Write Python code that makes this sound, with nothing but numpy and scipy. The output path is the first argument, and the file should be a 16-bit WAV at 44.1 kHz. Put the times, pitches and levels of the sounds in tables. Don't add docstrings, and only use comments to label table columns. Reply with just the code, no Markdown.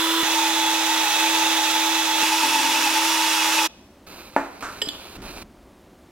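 import sys
import numpy as np
from scipy import signal
from scipy.fft import rfft, irfft
from scipy.io import wavfile

SR = 44100
rng = np.random.default_rng(int(sys.argv[2]) if len(sys.argv) > 2 else 0)


def unload_audio(sound):
    columns = np.transpose(np.atleast_2d(sound))
    steps = np.round(np.clip(columns, -1, 1) * 32767)
    wavfile.write(sys.argv[1], SR, steps.astype(np.int16))


N = 269444
T = np.arange(N) / SR
FREQ = np.maximum(np.fft.rfftfreq(2 * N, 1 / SR), 1)
FIRST_CHANGE_S, SECOND_CHANGE_S, STOP_S = .232, 2.23, 3.67

# t/s, rotation f/Hz, hum level/dB
MOTOR_RUN = [(0.0, 325.2, -29.5), (0.21, 329.3, -26.5), (0.24, 321.7, -34.5), (0.34, 325.2, -31),
             (0.64, 324.2, -32), (1.02, 321.9, -33.5), (1.12, 317, -43.5), (1.23, 324.3, -31),
             (1.57, 323.4, -32), (1.62, 319.4, -35.5), (1.92, 324.5, -31), (2.12, 321, -35),
             (2.25, 319.8, -32), (2.37, 323, -33), (2.6, 322.4, -37), (2.93, 321.9, -34),
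             (3.05, 324.4, -32), (3.36, 318.6, -36), (3.65, 323, -33)]
WHINE_PARTIALS = {3: (-33.5, -39, -35), 4: (-40.5, -44.5, -45), 6: (-41.5, -43.5, -55),
                  9: (-49, -43.5, -36), 10.5: (-29.5, -33.5, -35.5), 11.5: (-46, -43, -45),
                  14: (-56, -45, -43), 16: (-44, -45, -43.5), 17: (-53, -60, -44), 18: (-58, -47, -43),
                  19: (-55, -42.5, -49), 21.5: (-45, -46, -44), 26: (-55, -52, -48), 30: (-48, -58, -50),
                  33: (-58, -52, -46.5), 36: (-52, -41, -51), 37: (-56, -56, -51)}
# t/s, level/dB
GRIND_FORCE = [(0.0, -22), (0.62, -24), (1.3, -22.5), (2.15, -24), (2.24, -20.5), (3.64, -19.5)]
# f/Hz, level/dB
LIGHT_EQ = [(150, -33.5), (470, -1.5), (720, -6), (1000, 4.5), (2450, -2), (3100, 3), (3500, 5), (4050, 1),
            (4500, -8), (5200, -6.5), (8000, -9), (12900, -10.5), (13800, -9), (15500, -15)]
BITING_EQ = [(150, -22.5), (380, -10), (480, -3.5), (650, -1), (1100, 2), (2300, 2), (2650, 2), (3050, 1.5),
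             (3750, 6.5), (4400, -4), (6500, -1.5), (8500, -7.5), (15500, -12)]
UPRIGHT_EQ = [(150, -29.5), (380, -11), (600, -4), (720, -6.5), (1100, 1), (2350, 0), (2650, 1.5),
              (3050, -0.5), (3800, 1), (4300, -4.5), (5400, -2), (6900, -4), (7600, -7.5), (15500, -15)]
# f/Hz, level/dB
GRIND_SIDE_EQ = [(300, -22), (800, -11), (1800, -6.5), (3000, -6), (6000, -4.5), (14000, -3)]
# f/Hz, level/dB
AIR_EQ = [(12, -55), (20, -27), (40, -12.5), (65, -6.5), (148, -16), (190, -9.5), (372, -9.5), (439, -19),
          (550, -13.5), (1720, -27.5), (15500, -43.5)]
# t/s, f/Hz, relative level/dB
GEAR_TONE = [(0.25, 860, -33), (0.28, 847, -27.5), (0.34, 903, -30.5), (0.39, 898, -24), (0.52, 850, -28.5),
             (0.545, 895, -42), (0.57, 877, -26), (0.78, 865, -28.5), (1.03, 887, -29.5),
             (1.06, 845, -26.5), (1.12, 835, -29), (1.13, 873, -29), (1.27, 868.0, -24.5), (1.29, 900, -29),
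             (1.33, 863, -26.5), (2.0, 874, -28.5), (2.03, 892, -40), (2.08, 873.4, -29), (2.24, 872, -24),
             (2.28, 898, -35), (2.34, 863, -25), (2.41, 895.5, -32.5), (2.45, 880, -19.5), (2.49, 880, -32),
             (2.56, 877, -23.5), (2.6, 868, -19), (2.62, 906, -38), (2.65, 889, -24), (2.81, 889, -30.5),
             (2.88, 850, -30), (2.92, 917, -31), (2.97, 867, -25), (3.12, 905, -30), (3.33, 879.5, -31),
             (3.38, 846, -29), (3.44, 894, -32), (3.49, 846, -28.5), (3.55, 896, -30.5), (3.62, 872, -25),
             (3.66, 860, -34)]
CHIRP_TIMES = [0.918, 1.157, 1.21, 1.353, 1.429, 1.691, 2.211, 2.259, 2.327, 2.433, 2.491, 2.549, 2.606,
               2.663, 2.777, 2.873, 3.392, 3.532, 3.593]
# f/Hz, level/dB
TAP_EQ = [(150, -22), (220, -14.5), (290, 4), (420, -14), (600, -3), (1200, -24)]
# f/Hz, level/dB, t60/s
TABLE_MODES = [(220, -11, 0.24), (280.8, 2.5, 0.28), (340.5, -6, 0.32), (460, 2.5, 0.058),
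               (557, 4.5, 0.075), (664, -1, 0.12), (867, 2, 0.18), (937, 9.5, 0.061), (1020, -14, .15),
               (1446, 1, 0.1), (1760, 2, 0.12)]
# start t/s, end t/s, level/dB, fade/(dB/s), relative sheen level/dB
FOCUS_MOVES = [(4.067, 4.62, -41.5, 13, -18.5), (4.607, 5.171, -42.5, -0.5, -14.5),
               (5.219, 5.43, -40.5, -11, -16.5)]
# f/Hz, level/dB
BARREL_EQ = [(150, -5.5), (320, 3), (500, -1), (950, -1.5), (1450, -3), (1950, -10), (2500, -1),
             (3300, -12), (4000, -3.5), (5200, -11.5), (6500, -13.5), (15500, -24)]
SHEEN_EQ = [(3000, -30), (6000, 0), (7900, -1), (9200, 1), (14300, -3), (15500, -12)]
# t/s, f/Hz, level/dB
LENS_WHISTLE = [(4.07, 13300, -60), (4.11, 14000, -63), (4.158, 13540, -62), (4.206, 14060, -60),
                (4.3, 13250, -66)]
# t/s, relative level/dB of thud, ring, clatter
LANDINGS = [(4.3641, 16.5, -24, -2), (4.624, -27, -51, 4)]
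# f/Hz, level/dB
THUD_EQ = [(60, -46), (130, -31), (220, -8), (450, -2), (800, 2), (1500, -4.5), (2100, -8.5), (2600, -16),
           (3200, -29), (7000, -39), (15000, -35)]
CASE_EQ = [(200, -9), (700, -8), (1400, 2.5), (1900, -10.5), (2600, -15), (4000, -23), (8000, -19),
           (15000, -42)]
# f/Hz, level/dB, t60/s, pitch drop at full lift/fraction (negative rises)
LID_MODES = [(1830, -16, 0.046, 0.0057), (3000, -2.5, 0.04, -0.022), (3210, -5, 0.033, -0.06),
             (3300, 0.5, 0.013, -.08), (4960, -14, 0.12, 0.0655), (5160, -12, 0.028, 0.073),
             (7520, -18, 0.15, .048), (7800, -14, 0.04, 0.05), (10670, -20, 0.11, 0.009),
             (11900, -12, 0.035, -0.005), (13700, -19, 0.04, 0)]
# t/s, ring level/dB, lift/0-1, snap level/dB
LID_CATCHES = [(4.8169, -18, 0, -15), (4.8196, -19.5, 0.2, -16), (4.822, -19, 0, -8),
               (4.8857, -32, 0.95, -24), (4.8881, -24.5, 0.97, -7), (4.892, -31, 1, -24),
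               (5.221, -52, .7, -32)]
# f/Hz, level/dB
SNAP_EQ = [(150, -4), (450, 12), (1000, -8), (2600, -2), (3400, 15), (4400, 7), (6000, .5), (15000, -5)]
# f/Hz, level/dB
SCRAPE_EQ = [(3000, -9), (4900, 1), (8000, -6)]
# f/Hz, level/dB, t60/s
CUP_MODES = [(370, -10, 0.11), (429, -2, 0.13), (520, -4.5, .05), (910, -10, 0.066), (1690, -14, 0.046)]
# t/s, level/dB, pitch/ratio
CUP_JOLTS = [(4.82, -26, 1), (4.873, -29, .68)]
# t/s, level/dB, decay time/s
HAND_BUMPS = [(5.176, -33.5, 0.059), (5.352, -47, 0.19)]
# f/Hz, level/dB
BUMP_EQ = [(12, -39), (22, -13), (43, -3.5), (113, -16.5), (203, -11), (420, -18), (880, -90)]
RUB_EQ = [(300, 1), (1500, -3), (4000, -16), (14000, -24)]
# f/Hz, left minus right level/dB
TILTED_PAN = [(900, -0.5), (1800, -3), (2900, -2.5), (5700, -7.5), (8400, -5.5), (14000, -4.5)]
UPRIGHT_PAN = [(900, 0), (1800, -2.5), (5500, -3.5), (8200, -2), (11000, -5), (14000, -0.5)]
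LENS_PAN = [(400, 1.5), (2200, -5), (8000, -4), (9300, -7.5), (14000, -7)]
# f/Hz, level/dB
ROOM_MID_EQ = [(100, 4.5), (300, -18), (1200, -11), (3000, -4), (4700, -6), (6500, -22), (15000, -39)]
ROOM_SIDE_EQ = [(300, -14), (1000, -10.5), (3000, -4), (6000, -1), (15000, -19)]


def amp(db):
    return 10 ** (np.asarray(db) / 20)


def automation(rows):
    times, *columns = np.transpose(rows)
    return [np.interp(T, times, column) for column in columns]


def unit(x):
    return x / np.sqrt(np.mean(x ** 2))


def noise():
    return rng.standard_normal(N)


def wobble(rate):
    knots = rng.standard_normal(int(N / SR * 1000))
    return unit(signal.resample(knots[:max(4, int(rate * N / SR))], N))


def after(s, fade=0.011):
    return np.clip((T - s) / fade + .5, 0, 1)


def envelope(start, end, db, fade_db_per_s=0, attack=0.0054, release=0.0093):
    gate = after(start, attack) * (1 - after(end, release))
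    return gate * amp(db - fade_db_per_s * np.clip(T - start, 0, end - start))


def gains(points):
    hz, db = np.transpose(points)
    return amp(np.interp(np.log(FREQ), np.log(hz), db))


def eq(x, points):
    cepstrum = irfft(np.log(gains(points)))
    cepstrum[1:N] *= 2
    cepstrum[N + 1:] = 0
    return irfft(rfft(x, 2 * N) * np.exp(rfft(cepstrum)))[:N]


def convolve(x, response):
    return signal.fftconvolve(x, response)[:N]


def tail(t60):
    t = T[:SR // 2]
    burst = rng.standard_normal(len(t)) * 1000 ** (-t / t60)
    return burst / np.sqrt(np.sum(burst ** 2))


def ring(modes, pitch=1):
    t = T[:SR // 2]
    return sum(rng.choice([-1, 1]) * amp(db + rng.standard_normal())
               * np.sin(2 * np.pi * hz * pitch * t) * 1000 ** (-t / t60) for hz, db, t60 in modes)


def at(s, sound):
    return np.concatenate([np.zeros(int(s * SR)), sound, np.zeros(N)])[:N]


def grains(rate, spread_db):
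    clicks = (rng.random(N) < rate / SR) * noise()
    return unit(clicks * amp(spread_db * np.minimum(rng.exponential(size=N), 4)))


def phase(hz):
    return 2 * np.pi * np.cumsum(hz) / SR


def stages():
    loaded, upright = after(FIRST_CHANGE_S), after(SECOND_CHANGE_S)
    return np.array([1 - loaded, loaded - upright, upright])


def motor(shaft, hum_db, flutter_rad=0.021, flicker_db=1.9):
    shaky, shares = shaft + flutter_rad * wobble(40.1), stages()
    whine = sum(amp(np.dot(db, shares) + flicker_db * wobble(21.92)) * np.sin(multiple * shaky)
                for multiple, db in WHINE_PARTIALS.items())
    skips = np.pi * (after(FIRST_CHANGE_S, fade=0.0026) + after(SECOND_CHANGE_S, fade=0.0015))
    return np.sqrt(2) * (amp(hum_db) * np.sin(shaft - skips) + whine)


def burrs(shaft, throb=0.13, flicker_db=0.43, stage_db=(-1.5, -0.5, -3)):
    force = amp(automation(GRIND_FORCE)[0] + flicker_db * wobble(70)) * (1 + throb * np.sin(shaft))
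    voicings = list(zip((LIGHT_EQ, BITING_EQ, UPRIGHT_EQ), stage_db, stages()))

    def crunch():
        rattle = grains(rate=6000, spread_db=1.5) + 1.29 * noise()
        return force * sum(share * amp(db) * unit(eq(rattle, points)) for points, db, share in voicings)

    mid, side = crunch(), eq(crunch(), GRIND_SIDE_EQ)
    return np.array([mid + side, mid - side])


def air(level_db=-55.65, rise_db=5.1):
    return unit(eq(noise(), AIR_EQ)) * amp(level_db + rise_db * after(STOP_S))


def gears(burr_hz=9.25, first_swell_s=0.053, sag_hz_per_db=1, wander_hz=7.12, trim_db=-0.73):
    hz, db = automation(GEAR_TONE)
    swell_db = 1.2 * np.cos(2 * np.pi * burr_hz * (T - first_swell_s))
    swell_db += 1.18 * wobble(24.88)
    pitch_hz = hz - sag_hz_per_db * swell_db + wander_hz * wobble(30)
    flicker_db, rough_rad = 2.5 * wobble(130), 0.42 * wobble(130)
    return np.sqrt(2) * amp(db + trim_db + swell_db + flicker_db) * np.sin(phase(pitch_hz) + rough_rad)


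def bean_squeal(hz=2598, wander_hz=50, rasp_db=-35, flicker_db=3.5, chirp_db=-31.5, chirp_width_s=0.011):
    chirps = sum(np.exp(-((T - s) / chirp_width_s) ** 2) for s in CHIRP_TIMES)
    level = amp(rasp_db + flicker_db * wobble(70)) + amp(chirp_db) * chirps
    return np.sqrt(2) * level * np.sin(phase(hz + wander_hz * wobble(45)) + 0.78 * wobble(250))


def drill():
    hz, hum_db = automation(MOTOR_RUN)
    shaft = phase(hz)
    running = motor(shaft, hum_db) + after(FIRST_CHANGE_S) * (gears() + bean_squeal()) + burrs(shaft)
    return running * (1 - after(STOP_S, fade=0.015))


def chatter():
    taps = eq(grains(rate=400, spread_db=2.5), TAP_EQ)
    rattle = amp(-3) * unit(convolve(taps, ring(TABLE_MODES))) + amp(-4) * unit(taps)
    return rattle * envelope(2.43, 2.92, db=-31, fade_db_per_s=8, attack=0.03, release=0.15)


def lens(waver_db=1.5, width_db=-4, lower_ratio=.915, rough_rad=.8):
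    body = sum(envelope(start, end, db, fade) for start, end, db, fade, _ in FOCUS_MOVES)
    bright = sum(envelope(start, end, db + sheen_db, fade)
                 for start, end, db, fade, sheen_db in FOCUS_MOVES)
    whirr = unit(eq(grains(rate=8300, spread_db=0), BARREL_EQ)) * body * amp(waver_db * wobble(40))
    centre, left, right = (unit(eq(noise(), SHEEN_EQ)) for _ in range(3))
    sheen = bright * (centre + amp(width_db) * np.array([left, right]))
    hz, db = automation(LENS_WHISTLE)
    upper = np.sin(phase(hz) + rough_rad * wobble(400))
    lower = amp(-4) * np.sin(phase(lower_ratio * hz) + 2 * rough_rad * wobble(400))
    gate = after(LENS_WHISTLE[0][0]) - after(LENS_WHISTLE[-1][0])
    return sheen + whirr + np.sqrt(2) * amp(db) * (upper + lower) * gate


def knocks():
    hits = sum(at(s, [amp(db)]) for s, db, _, _ in LANDINGS)
    rings = sum(at(s, amp(db) * ring(TABLE_MODES)) for s, _, db, _ in LANDINGS)
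    clatter = sum(at(s, amp(db) * tail(t60=0.43)) for s, _, _, db in LANDINGS)
    boom = convolve(hits, tail(t60=0.45))
    thud = eq(amp(5) * hits + amp(2.5) * boom, THUD_EQ)
    return thud + rings + amp(13.5) * eq(clatter, CASE_EQ)


def lid_ring(lift, detune=0.0042, extra_ring=0.69):
    return ring([(hz * (1 - lift * drop + detune * rng.standard_normal()),
                  db, t60 * (1 + lift * extra_ring)) for hz, db, t60, drop in LID_MODES])


def lid(squeak_hz=4950):
    rings = sum(at(s, amp(db) * lid_ring(lift)) for s, db, lift, _ in LID_CATCHES)
    snaps = sum(at(s, amp(db) * tail(t60=0.013)) for s, _, _, db in LID_CATCHES)
    friction = convolve(grains(rate=1400, spread_db=3), lid_ring(0))
    slide = envelope(4.835, 4.895, db=-39, fade_db_per_s=30, attack=0.036, release=.03)
    scrape = unit(eq(friction, SCRAPE_EQ)) * slide
    squeak = envelope(4.857, 4.868, db=-31) * np.sin(phase(squeak_hz + 60 * wobble(300)))
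    return rings + scrape + squeak + eq(snaps, SNAP_EQ)


def cup():
    return sum(at(s, amp(db) * ring(CUP_MODES, pitch)) for s, db, pitch in CUP_JOLTS)


def hands():
    bumps = sum(amp(db) * after(s, fade=.03) * np.exp(-np.maximum(T - s, 0) / decay_s)
                for s, db, decay_s in HAND_BUMPS)
    skin = unit(eq(grains(rate=3000, spread_db=2), RUB_EQ))
    rub = skin * envelope(5.16, 5.28, db=-46, attack=.06, release=.06)
    return unit(eq(noise(), BUMP_EQ)) * bumps + rub


def pan(x, balance, lag_samples):
    lean = np.sqrt(gains(balance)) * np.exp(-1j * np.pi * FREQ * lag_samples / SR)
    return irfft(rfft(x, 2 * N) * np.array([lean, 1 / lean]))[:, :N]


def room(x, t60=0.82):
    mid = eq(convolve(x, tail(t60)), ROOM_MID_EQ)
    side = eq(convolve(x, tail(t60)), ROOM_SIDE_EQ)
    return np.array([mid + side, mid - side])


def scene():
    grinding, upright = drill() + chatter(), after(SECOND_CHANGE_S)
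    handling = knocks() + lid() + cup() + hands()
    direct = pan(grinding * (1 - upright) + handling, TILTED_PAN, lag_samples=2.04)
    direct += pan(grinding * upright, UPRIGHT_PAN, lag_samples=0.68)
    reverb_send = amp(-23.5) * grinding.mean(axis=0) + amp(-7.5) * handling
    return direct + air() + pan(lens(), LENS_PAN, lag_samples=3) + room(reverb_send)


def record(dry, top_hz=15850):
    return signal.sosfilt(signal.ellip(12, .1, 90, top_hz, fs=SR, output="sos"), dry)


dry = scene()
out = record(dry)
unload_audio(out)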